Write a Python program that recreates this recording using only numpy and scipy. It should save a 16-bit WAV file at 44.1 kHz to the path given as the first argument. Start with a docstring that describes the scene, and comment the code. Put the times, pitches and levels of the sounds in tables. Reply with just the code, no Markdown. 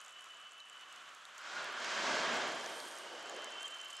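"""A vehicle rushes past a wet roadside ditch. Its tyre roar and hiss swell first, the low rumble
swells later and dies away sooner, and a thin high sizzle trails it: all are shaped noise.
Close by, water ticks and trickles as tiny bubbles burst and droplets land. A bird starts a chirp
at the very end. Behind it all lie the tyre noise of distant traffic and a shrill, wavering whine."""
import sys
import numpy as np
from scipy import signal
from scipy.fft import rfft, irfft
from scipy.io import wavfile

SR = 44100
rng = np.random.default_rng(int(sys.argv[2]) if len(sys.argv) > 2 else 0)


def generate_wav(signal):
    """Clip the signal to [-1, 1] and save it as 16-bit WAV at the path in sys.argv[1]."""
    frames = np.transpose(np.atleast_2d(signal))
    scaled = np.clip(frames, -1, 1) * 32767
    pcm = np.round(scaled).astype(np.int16)
    wavfile.write(sys.argv[1], SR, pcm)


N = 176400
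T = np.arange(N) / SR
FREQS = np.maximum(np.arange(N // 2 + 1) * SR / N, 1)

# How loud the vehicle is as it passes: time_s, roar_db, body_db, hiss_db
PASS_LEVELS = [(1.33,-64,-82,-75),(1.45,-51,-61.5,-57),(1.58,-44,-50.5,-52.5),(1.74,-46,-53,-57),(1.87,-41.5,-49.5,-47),(2.1,-37,-42.5,-44.5),(2.39,-38.5,-42.5,-47),(2.53,-43.5,-46.5,-51.5),(2.96,-55.5,-55,-59.5),(3.16,-54.5,-53.5,-58.5),(3.45,-51,-52.5,-59.5),(3.72,-56.5,-61.5,-63),(4,-58.5,-69,-63)]
# Tone of the vehicle's rush: frequency_hz, level_db
RUSH_TONE = [(35, -64), (60, -32), (107, -28.5), (135, -17), (187, -12), (253, -6), (298, -7), (368, -3.5),
             (443, -5), (627, 0.5), (869, -3), (931, 0.5), (1050, -3), (1150, 1), (1290, -3.5), (1590, 1.5),
             (1910, -5), (2100, -3.5), (2360, -7.5), (2710, -7), (3190, -7.5), (3930, -11.5), (4850, -13.5),
             (7200, -19), (15500, -64.5)]
# Hollow notes that swell in the rush: peak_s, rise_s, fall_s, pitch_hz, width_hz, level_db
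HOLLOW_NOTES = [(1.622,0.14,0.2,1427,157.4,-49.5),(2.25,0.23,0.26,640,96,-51),(2.18,.25,.2,1663,216,-55),(2.27,0.44,0.49,3137,203.7,-53),(3.12,.12,0.066,2920,130,-58),(3.14,.025,.025,520,350,-53.5),(3.34,0.05,0.053,560,340,-51)]
# Tone of the trailing sizzle: frequency_hz, level_db
SIZZLE_TONE = [(7800,-18),(8200,0),(8550,3.5),(8950,-5),(9300,0),(9700,-15),(10100,-6),(10450,-15),(10900,-9),(11700,-8),(12300,-25),(12800,-18),(15500,-33)]
# Tiny bubbles that tick: start_s, level_db, pitch_hz, splash_share_db
TINY_BUBBLES = [(0.0486, -36.5, 6760, -26), (0.082, -40, 7380, -25), (0.2082, -41.5, 6660, -16),
                (0.2423, -48.5, 6660, -7), (0.5202, -42.5, 7600, -23), (0.698, -41, 7610, -22),
                (0.8111, -46, 7630, -15), (0.9263, -37.5, 6700, -20), (0.961, -45, 6230, -12.5),
                (1.1486, -46, 5970, -11), (1.3806, -39.5, 6700, -14.5), (1.5532, -36, 5970, -26),
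                (1.6435, -41, 5910, -10), (1.8462, -30, 5660, -23), (2.37, -34, 7610, -24),
                (2.6612, -27, 6100, -34.5), (2.9854, -37, 8600, -16), (3.2966, -28.5, 7090, -32),
                (3.4443, -37, 7060, -13), (3.63, -38, 7260, -12.5), (3.681, -31.5, 7460, -20),
                (3.8152, -39, 7410, -17), (3.8998, -43, 7470, -12), (3.9677, -33, 7510, -23)]
# Larger bubbles that plink: start_s, level_db, pitch_hz
LARGER_BUBBLES = [(0.6026, -36.5, 3940), (1.2528, -34, 3630), (2.8022, -31.5, 4600)]
# Tone of splashing water: frequency_hz, level_db
SPLASH_TONE = [(2500,-30),(5000,-6),(6200,2),(7800,0.5),(8900,-5),(11300,-9),(12400,-19),(15500,-23)]
# Where three droplet sizes crackle: pitch_hz, half_width_hz
DROPLET_BANDS = [(6700,2100),(7700,1500),(11000,3700)]
# How loud the trickle is: time_s, level_db
TRICKLE_LEVELS = [(0,-68),(1.2,-75.5),(2.6,-59),(3.3,-68),(3.75,-61.5),(4,-62)]
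# Tone of distant traffic: frequency_hz, level_db
TRAFFIC_TONE = [(40,-44),(100,-25.5),(250,-19),(450,-14.5),(700,-6.5),(860,-10.5),(1080,0),(1300,1),(1700,-3),(1950,-6),(2500,-7.5),(3200,-5.5),(4000,-13),(5200,-18),(6500,-16),(8200,-20.5),(8900,-28.5),(11000,-29),(12300,-37),(15500,-41)]
# How loud that traffic is: time_s, level_db
TRAFFIC_LEVELS = [(0,-55.5),(.65,-58.5),(.95,-54),(1.3,-55.5),(3,-54),(4,-56)]
# When the whine sounds: start_s, end_s, fade_in_s, fade_out_s, pitch_hz, level_db
WHINE_SPELLS = [(-.35,1.34,.55,0.63,2999,-61.5),(2.998,4.46,.55,0.53,3087,-53.5)]
# The three notes in the whine: pitch_ratio, level_db
WHINE_NOTES = [(1,1),(0.97,-8),(.887,-8)]
# How far noise spreads to the sides: frequency_hz, side_db
STEREO_WIDTH = [(40,-12),(120,-41),(250,-29),(500,-19.5),(1100,-16.5),(2200,-12.5),(4500,-18.5),(8000,-16),(15000,-12)]
# Balance between the ears: frequency_hz, left_minus_right_db
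BALANCE = [(150,0),(700,-.9),(2500,-1.1),(5000,-.4),(9000,-.8)]


def vehicle():
    """Rumble, body noise, tyre roar and hiss swell and flutter, with hollow notes on top."""
    rumble_top_hz, body_top_hz, roar_top_hz = 309, 936, 3900
    roar_db, body_db, hiss_db = (curve(PASS_LEVELS, column) for column in (1, 2, 3))
    # The rumble swells more steeply than the body noise and fades away from the loudest moment.
    peak_db, from_peak_s = body_db.max(), np.abs(T - T[body_db.argmax()])
    rumble_db = peak_db - 9.5 + 1.41 * (body_db - peak_db) - 3.5 * from_peak_s
    bands = [(below(rumble_top_hz), rumble_db),
             (above(rumble_top_hz) * below(body_top_hz), body_db),
             (above(body_top_hz) * below(roar_top_hz), roar_db),
             (above(roar_top_hz), hiss_db)]
    rush = sum(noise(tone(RUSH_TONE) * band) * gain(db + .5 * wander(18.5)) for band, db in bands)
    fade_in = np.clip((T - PASS_LEVELS[0][0]) / 0.11 + 1, 0, 1)
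    rush *= fade_in
    for peak_s, rise_s, fall_s, hz, width_hz, db in HOLLOW_NOTES:
        rush += noise(around(hz, width_hz / 2)) * swell(peak_s, rise_s, fall_s) * gain(db)
    return rush


def sizzle():
    """A thin, ringing high hiss trails the vehicle."""
    hiss = noise(tone(SIZZLE_TONE) * above(7700))
    return hiss * swell(peak_s=2.796, rise_s=0.14, fall_s=0.18) * gain(-59.5)


def bubbles():
    """Tiny bubbles burst with a splash and a short ring; larger ones plink lower and longer."""
    rings, bursts = np.zeros(N), np.zeros(N)
    for start_s, db, hz, splash_share_db in TINY_BUBBLES:
        rings += gain(db - 5) * ring(start_s, hz, decay_s=0.00084)
        bursts += gain(db + splash_share_db + 13.5) * burst(start_s)
    for start_s, db, hz in LARGER_BUBBLES:
        rings += gain(db - 5.5) * ring(start_s, hz, decay_s=0.0017)
        bursts += gain(db - 9.5) * burst(start_s)
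    splashes = bursts * rng.standard_normal(N)
    return irfft(rfft(rings) * above(3700) + rfft(splashes) * tone(SPLASH_TONE), N)


def trickle():
    """Many droplets of random strength land, each size crackling around its own pitch."""
    drops_per_s, scatter_db, decay_s = 90, 4.5, 0.00077  # for each size
    spectrum = 0
    for hz, half_width_hz in DROPLET_BANDS:
        strengths = gain(scatter_db * np.minimum(rng.exponential(size=N), 3.2))
        drops = (rng.random(N) < drops_per_s / SR) * strengths
        fading_drops = signal.lfilter([1], [1, -np.exp(-1 / (decay_s * SR))], drops)
        patter = fading_drops * rng.standard_normal(N)
        spectrum += rfft(patter) * around(hz, half_width_hz)
    return normalise(irfft(spectrum * tone(SPLASH_TONE), N)) * gain(curve(TRICKLE_LEVELS))


def bird():
    """A bird gives one faint rising whistle."""
    start_s, length_s = 3.935, .065
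    progress = np.clip((T - start_s) / length_s, 0, 1)
    pitch_hz = 4950 + 650 * progress ** 2
    return whistle(pitch_hz) * progress * gain(-56.5)


def traffic():
    """Steady tyre noise comes from further up the road."""
    return noise(tone(TRAFFIC_TONE)) * gain(curve(TRAFFIC_LEVELS) + 0.68 * wander(13))


def whine():
    """Three shrill, fluttering notes, like a distant brake squeal, with one brief flare."""
    flare_hz = 3170
    flare = np.sqrt(2) * np.sin(2 * np.pi * flare_hz * T)
    sound = flare * swell(peak_s=3.657, rise_s=0.013, fall_s=0.0065) * gain(-42.5)
    for start_s, end_s, fade_in_s, fade_out_s, hz, db in WHINE_SPELLS:
        fade = np.clip(np.minimum((T - start_s) / fade_in_s, (end_s - T) / fade_out_s), 0, 1)
        for ratio, note_db in WHINE_NOTES:
            pitch_hz = hz * ratio + 13.6 * wander(40)
            flutter_db = 3.5 * wander(51)
            note = normalise(whistle(pitch_hz) * gain(flutter_db))
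            rasp = noise(around(hz * ratio, half_width_hz=55)) * gain(-4.5)
            sound = sound + (note + rasp) * fade * gain(db + note_db)
    return sound


def gain(db):
    """Turn decibels into a number to multiply by."""
    return 10 ** (np.asarray(db) / 20)


def normalise(x):
    """Scale a signal to an average strength (rms) of 1."""
    return x / np.sqrt(np.mean(x ** 2) + 1e-30)


def curve(rows, column=1):
    """Join a table column's values with straight lines over time."""
    rows = np.array(rows)
    return np.interp(T, rows[:, 0], rows[:, column])


def tone(points):
    """A filter drawn through (frequency_hz, level_db) points."""
    hz, db = np.array(points).T
    return gain(np.interp(np.log(FREQS), np.log(hz), db))


def above(hz):
    """A filter that keeps what is higher than hz."""
    return 1 / np.sqrt(1 + (hz / FREQS) ** 12)


def below(hz):
    """A filter that keeps what is lower than hz."""
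    return 1 / np.sqrt(1 + (FREQS / hz) ** 12)


def around(hz, half_width_hz):
    """A filter that keeps what is close to hz."""
    return above(hz / 2) / (1 + ((FREQS - hz) / half_width_hz) ** 2)


def noise(shape):
    """Filtered stereo noise that sits near the centre."""
    middle, side = rfft(rng.standard_normal((2, N))) * shape
    side = side * tone(STEREO_WIDTH)
    return normalise(irfft(np.array([middle + side, middle - side]), N))


def wander(rate_hz):
    """A smooth random wobble, up to about rate_hz fast."""
    return normalise(irfft(rfft(rng.standard_normal(N)) * below(rate_hz) * (FREQS > 1), N))


def swell(peak_s, rise_s, fall_s):
    """Loudness that rises and falls in a bell shape."""
    return np.exp(-((T - peak_s) / np.where(T < peak_s, rise_s, fall_s)) ** 2 / 2)


def burst(start_s, decay_s=0.0017):
    """Loudness that jumps up and dies away."""
    return (T >= start_s) * np.exp(-np.abs(T - start_s) / decay_s)


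def ring(start_s, hz, decay_s):
    """A pure note that starts suddenly and dies away."""
    age_s = np.clip(T - start_s, 0, .05)
    return np.sin(2 * np.pi * hz * age_s) * np.exp(-age_s / decay_s)


def whistle(pitch_hz):
    """A pure note that follows a changing pitch."""
    return np.sin(2 * np.pi * np.cumsum(pitch_hz) / SR)


def scene():
    """Everything sits near the centre; above the bass it leans a touch to the right."""
    mix = vehicle() + sizzle() + traffic() + whine() + bubbles() + trickle() + bird()
    lean = np.sqrt(tone(BALANCE))
    return irfft(rfft(mix) * np.array([lean, 1 / lean]), N)


def record(dry):
    """Cut away the very highest treble."""
    top_hz = 15550
    return signal.sosfilt(signal.ellip(10, .1, 70, top_hz, fs=SR, output="sos"), dry)


dry = scene()
out = record(dry)
generate_wav(out)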